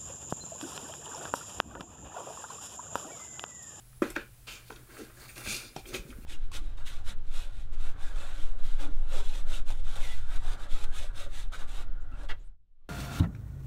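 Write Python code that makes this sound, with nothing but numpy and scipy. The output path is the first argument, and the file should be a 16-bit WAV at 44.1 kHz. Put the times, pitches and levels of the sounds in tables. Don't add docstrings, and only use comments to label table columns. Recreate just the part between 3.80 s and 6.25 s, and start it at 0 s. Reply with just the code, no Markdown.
import sys
import numpy as np
from scipy import signal
from scipy.fft import rfft, irfft
from scipy.io import wavfile
from scipy.ndimage import uniform_filter1d

SR = 44100
rng = np.random.default_rng(int(sys.argv[2]) if len(sys.argv) > 2 else 0)


def materialize(psi):
    bounded = np.clip(np.atleast_2d(psi).T, -1, 1)
    quanta = np.round(bounded * 32767).astype(np.int16)
    wavfile.write(sys.argv[1], SR, quanta)


def to_linear_factor(level_db):
    exponent = np.asarray(level_db, float) / 20
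    return 10 ** exponent


N = 108045

# pitch_hz, level_db, t60_s
BOX_MODES = [(210, -8, 0.11), (254, -4.5, 0.079), (302, -2.5, 0.057), (365.3, -1, 0.065),
             (456, -7.5, 0.078), (558.3, -8, 0.062)]
# pitch_hz, level_db, t60_s
TRAY_MODES = [(650, -0.5, 0.014), (797, -0.5, 0.019), (896, -1.5, 0.015), (1004, -3, 0.02),
              (1350, 4, 0.013), (1464, 0, 0.029), (1617, 2, 0.013), (1929, -2.6, 0.025), (2180, 4, 0.007)]


def level(x, db):
    return x * to_linear_factor(db) / np.sqrt(np.mean(x ** 2))


def conv(x, h):
    return signal.fftconvolve(x, h)[:N]


def walk(rate_hz):
    hold = int(SR / rate_hz)
    steps = np.repeat(rng.standard_normal(N // hold + 1), hold)
    curve = uniform_filter1d(uniform_filter1d(steps, hold), hold)[:N]
    return curve / curve.std()


def ring(modes, detune=0., weight_db=0., sign=-1):
    t = np.arange(SR // 4) / SR
    detunes = np.zeros(len(modes)) + detune
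    weights_db = np.zeros(len(modes)) + weight_db
    h = np.zeros(len(t))
    for k, (hz, db, t60) in enumerate(modes):
        decay = to_linear_factor(db + weights_db[k] - 60 * t / t60)
        h += sign ** k * decay * np.sin(2 * np.pi * hz * (1 + detunes[k]) * t)
    low_cut_hz = 215
    h = signal.sosfilt(signal.butter(4, low_cut_hz, "highpass", fs=SR, output="sos"), h)
    return h / np.sqrt(np.sum(h ** 2))


def swell(start, peak, end):
    fall_db, fall_bend = 19, 1.83
    t = np.arange(N) / SR
    rise = np.sin(np.pi / 2 * np.clip((t - start) / max(peak - start, 1e-3), 0, 1))
    fall = np.clip((t - peak) / max(end - peak, 1e-3), 0, 4) ** fall_bend
    return rise * to_linear_factor(-fall_db * fall)


def grains(spread_db):
    size = np.repeat(rng.exponential(size=N // 8 + 1), 8)[:N]
    return level(rng.standard_normal(N) * to_linear_factor(spread_db * size), 0)


def knocks():
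    # start_s, box_db, tray_db, spot_octaves (above 1 kHz), contact_ms
    contacts = [(0.22, -24, -28, 0.2, 1.6), (.238, -26, -53, 2.5, 3.9), (0.244, -39.5, -45, 1.85, 6),
                (0.3618, -34, -25, 0.68, 2.5), (0.9028, -50, -36, 0, 1.1), (0.9195, -50, -45, 0.1, 1.4),
                (1.098, -67, -56, 0.76, 6), (1.296, -50.5, -48.5, 0.73, 8), (1.369, -54, -52, 0.8, 11),
                (1.558, -56, -46, 1.7, 5), (1.670, -39, -37, 1.1, 8.3), (1.961, -40.5, -35, -0.37, 3.6),
                (1.978, -41, -54, -0.5, 5.7), (2.1405, -46, -33, 1.35, 3), (2.158, -50, -35, 1.5, 4),
                (2.301, -85, -47, 1.46, 7.9)]
    # start_s, tray_db, spot_octaves (above 1 kHz), contact_ms
    light_ticks = [(0.223, -31.5, 0.89, 5.6), (.128, -57.5, 0.12, 3.4), (0.223, -45, 2.9, 7.4),
                   (.301, -40, 3.08, 7.2), (0.317, -48, 3.2, 8.1), (.355, -44, 1.2, 5),
                   (.358, -36, 1.1, 1.1), (.363, -43.5, 2.5, 3), (.3675, -36.5, 0.47, 2.7),
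                   (0.674, -42, 0.25, 5.8), (.9245, -54.5, 2.3, 2.7), (0.9585, -48.5, 2.1, 5),
                   (.961, -61, 1, 2.6), (1.166, -44.5, 0.88, 6.2), (1.485, -42.5, 1.1, 20.5),
                   (1.962, -40.5, 2.6, 4.83), (2.054, -44.5, 1.45, 5.485), (2.1455, -28.5, 1.44, 2.51),
                   (2.152, -49, 1.14, 1.9), (2.164, -56, 2, 2.7), (2.181, -63, 3.2, 3),
                   (2.325, -50, 0.55, 3.6)]
    # pitch_hz, level_db, t60_s
    piece_modes = [(2414, 7.5, 0.016), (2552, 6.5, 0.016), (3210, 0.5, 0.026), (3720, 4, 0.0086),
                   (4970, -7, 0.0045), (5660, -3.5, 0.0069), (7360, -6, 0.0046), (9560, -0.5, 0.0016),
                   (11400, -3, 0.004), (12600, -0.5, 0.0044)]
    spot_width_octaves, skirt_db = 0.46, -20
    blow, detune = 0.64, 0.024
    tick_box_db = -20

    out = np.zeros(N + SR)
    t = np.arange(2048) / SR
    upper = TRAY_MODES + piece_modes
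    octaves = np.log2(np.array(upper)[:, 0] / 1000)
    ticks = [(s, db + tick_box_db, db, spot, ms) for s, db, spot, ms in light_ticks]
    for s, box_db, tray_db, spot, ms in contacts + ticks:
        z = rng.standard_normal((2, 2048 + 32))
        chatter = z[:, 32:] * t * np.exp(-t * 2000 / ms)
        chatter /= np.sqrt(np.sum(chatter ** 2, axis=1, keepdims=True))
        chatter[:, int(ms * SR / 4000)] += blow
        near_spot = np.exp(-((octaves - spot) / spot_width_octaves) ** 2)
        weight_db = 20 * np.log10(near_spot + to_linear_factor(skirt_db))
        box_ring = ring(BOX_MODES, detune * z[0, :len(BOX_MODES)], sign=1)
        tray_ring = ring(upper, detune * z[1, :len(upper)], weight_db)
        hit = to_linear_factor(box_db + 21) * signal.fftconvolve(chatter[0], box_ring)
        hit += to_linear_factor(tray_db + 20) * signal.fftconvolve(chatter[1], tray_ring)
        first = int(s * SR)
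        out[first:first + len(hit)] += hit
    return out[:N]


def thuds():
    # start_s, level_db, pitch_hz, t60_s
    bumps = [(.2197, -16, 339, 0.053), (.222, -31, 556, 0.11), (1.185, -44.5, 426, 0.18),
             (.363, -30, 308, .09), (.364, -41.5, 570, 0.17), (0.9, -35.5, 468, 0.029),
             (0.917, -39.5, 430, 0.056), (1.564, -55, 123, 0.58), (1.672, -41.5, 93.8, 0.17),
             (1.69, -40, 210, 0.098), (1.724, -43, 135, 0.12), (1.962, -33, 147, 0.058),
             (2.13, -41.5, 120, 0.07), (2.191, -47, 182, 0.144), (2.249, -40, 142.8, 0.089),
             (2.291, -41.5, 251.5, 0.15), (2.385, -32, 210, 0.026), (2.421, -40, 248, 0.023)]
    t = np.arange(N) / SR
    out = np.zeros(N)
    for start, db, hz, t60 in bumps:
        late = np.clip(t - start, 0, None)
        onset = 1 - np.exp(-late / 0.0024)
        out += to_linear_factor(db + 1.5 - 60 * late / t60) * onset * np.sin(2 * np.pi * hz * late)
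    return out


def slides():
    # start_s, peak_s, end_s, level_db, brightness_db_per_octave (around 4 kHz)
    strokes = [(0.219, 0.215, 0.39, -51.5, 1.5), (0.353, 0.352, .45, -53, -4.5),
               (0.666, 0.679, 0.83, -45.5, -1), (0.856, 0.888, 1.05, -64, 5),
               (1.074, 1.206, 1.317, -57.5, 4.5), (1.326, 1.458, 1.49, -58, 5.5),
               (1.476, 1.489, 1.57, -58, 8), (1.545, 1.6, 1.69, -49, 3), (1.635, 1.722, 1.846, -36, -0.24),
               (1.795, 1.848, 1.95, -55, -0.5), (1.942, 1.994, 2.025, -53.5, -0.5),
               (2.047, 2.095, 2.2, -53, 2), (2.131, 2.148, 2.2, -45.5, 4),
               (2.252, 2.313, 2.335, -61.5, 3.5), (2.405, 2.44, 2.45, -62.5, -8)]
    # centre_hz, width_hz, level_db
    foam = [(1440, 810, -5), (2360, 640, -1), (2820, 1700, 0), (3600, 690, 0.5), (4338, 1410, 4),
            (5700, 1500, -5), (6560, 2500, -3.5), (7840, 2450, -7), (8900, 1000, -4.5), (10360, 2200, -5),
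            (12270, 3700, -9.5), (14800, 2200, -9.5)]
    # centre_hz, width_hz, level_db
    air_gap = [(1000, 430, -8), (1780, 270, -15), (2400, 300, 1.5), (3050, 450, -10), (3510, 51, 2),
               (3920, 26, -7), (4500, 80, -14), (4900, 86, 5), (6040, 97, 6), (6500, 65, 3), (7000, 54, 3),
               (7550, 550, -4), (8910, 92, 2)]
    grain_db, flutter_db, fine_db, patchy_db = 1.8, 1.2, -6, 2.5
    lift_s = 1.45

    f = np.fft.rfftfreq(N, 1 / SR)
    t = np.arange(2048) / SR
    scatter = rng.standard_normal(2048) * to_linear_factor(-60 * t / 0.038) * to_linear_factor(fine_db - 22.5)
    fine = rfft(scatter + (t == 0), N)
    source = rfft(grains(grain_db) * to_linear_factor(flutter_db * walk(200))) * fine
    shapes = [swell(*stroke[:3]) for stroke in strokes]
    out = np.zeros(N)
    for hz, width, db in foam:
        band = irfft(source / (1 + ((f - hz) / (width / 2)) ** 2) ** 2, N)
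        push = np.zeros(N)
        for shape, (_, _, _, stroke_db, tilt_db) in zip(shapes, strokes):
            push += shape * to_linear_factor(stroke_db + tilt_db * np.log2(hz / 4000))
        out += band * push * to_linear_factor(db + 3.0 + patchy_db * walk(28.5))

    lifted = np.arange(N) > lift_s * SR
    gap_db = sum(db * np.exp(-(2 * (f - hz) / width) ** 2) for hz, width, db in air_gap)
    return out * ~lifted + irfft(rfft(out * lifted) * to_linear_factor(gap_db), N)


def rubs():
    # start_s, peak_s, end_s, box_db, tray_db
    creeps = [(0.225, 0.19, .33, -39, -42.5), (0.362, 0.33, .45, -46, -49.5), (.905, 1, 1.06, -61.5, -63),
              (0.668, 0.59, 0.86, -57, -51.5), (1.056, 1.13, 1.476, -58, -57.5),
              (1.164, 1.202, 1.233, -45.5, -62.5), (1.376, 1.42, 1.62, -64, -59.5),
              (1.563, 1.515, 1.82, -54, -51), (1.651, 1.664, 1.95, -52, -53.5),
              (2.034, 2.08, 2.244, -50.5, -60), (2.114, 2.145, 2.183, -43, -47),
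              (2.165, 2.28, 2.386, -56.5, -65.5), (2.282, 2.323, 2.88, -65, -69)]
    grain_db = 1.5
    out = np.zeros(N)
    for column, body in ((3, BOX_MODES), (4, TRAY_MODES)):
        push = sum(swell(*creep[:3]) * to_linear_factor(creep[column]) for creep in creeps)
        uneven = level(to_linear_factor(grain_db * walk(90)), 0)
        out += conv(rng.standard_normal(N) * push * uneven, ring(body))
    return out


def hands():
    # time_s, level_db
    grip = [(0.0, -62), (0.25, -48.5), (0.28, -54), (1.63, -60), (1.66, -47.5), (1.77, -53.5), (1.79, -61),
            (2.219, -43.5), (2.26, -67.5), (2.321, -38.5), (2.39, -48), (2.45, -42.5)]
    band = signal.butter(2, [22, 48], "bandpass", fs=SR, output="sos")
    low = signal.sosfilt(band, rng.standard_normal(N))
    return level(low, 0) * to_linear_factor(np.interp(np.arange(N) / SR, *np.array(grip).T))


def room():
    t60_s, gap_s, room_db = .22, .006, -13
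    low_hz, top_hz = 600, 5500
    t = np.arange(SR // 2) / SR
    after_gap = t > gap_s
    spectrum = rfft(rng.standard_normal(len(t)) * to_linear_factor(-60 * t / t60_s) * after_gap)
    spectrum /= np.sqrt(uniform_filter1d(np.abs(spectrum) ** 2, size=25))
    tail = irfft(spectrum, len(t)) * after_gap
    tail = signal.lfilter(*signal.butter(1, [low_hz, top_hz], "bandpass", fs=SR), tail)
    tail *= np.clip(2 - t / t60_s, 0, 1)
    return tail * to_linear_factor(room_db) / np.sqrt(np.sum(tail ** 2))


def tone(hz, db):
    return np.sqrt(2) * to_linear_factor(db) * np.sin(2 * np.pi * np.cumsum(hz) / SR)


def lens_motor():
    # start_s, end_s, start_hz, end_hz
    bursts = [
        (0, .105, 10830, 10880),
        (.105, .158, 11000, 10980),
        (.158, .192, 10840, 10870),
        (.192, .22, 11000, 11020),
        (.885, .97, 10970, 10995),
        (1.89, 1.97, 10870, 11000),
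    ]
    motor_db, wobble_hz = -68.5, 12
    t = np.arange(N) / SR
    out = np.zeros(N)
    for start, end, start_hz, end_hz in bursts:
        on = uniform_filter1d(1. * (t > start) * (t < end), size=300)
        hz = np.interp(t, [start, end], [start_hz, end_hz]) + wobble_hz * walk(38)
        out += on * tone(hz, motor_db + 2.0 * walk(40.6))
    return out


def fan():
    return tone(121 + 1.5 * walk(9.06), -63.5 + .8 * walk(9.7))


def scan_whine():
    return tone(15000 + 10 * walk(9), -86)


def hiss():
    # frequency_hz, density_db
    noise_colour = [(76, -10.5), (130, 1), (147, -15.5), (183, -14.5), (248, -23.5), (6090, -31),
                    (10100, -25), (10700, -27.5), (16000, -27.5)]
    f = np.fft.rfftfreq(N, 1 / SR) + 1
    hz, db = np.array(noise_colour).T
    colour = to_linear_factor(np.interp(np.log(f), np.log(hz), db)) * np.clip(f / 60, 0, 1)
    noise = irfft(rfft(rng.standard_normal(N)) * colour, N)
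    return level(noise, -57.5) * to_linear_factor(0.48 * walk(3.07))


def scene():
    near = knocks() + slides() + rubs()
    background = lens_motor() + fan() + scan_whine() + hiss()
    return (near + conv(near, room()) + thuds() + hands() + background)[None]


def low_pass(x):
    return signal.sosfilt(signal.butter(12, 15850, fs=SR, output="sos"), x)


def record(dry):
    top_cut = signal.ellip(12, .2, 80, 15790, fs=SR, output="sos")
    mix = signal.sosfilt(top_cut, dry) - .0005
    return low_pass(mix)


dry = scene()
out = record(dry)
materialize(out)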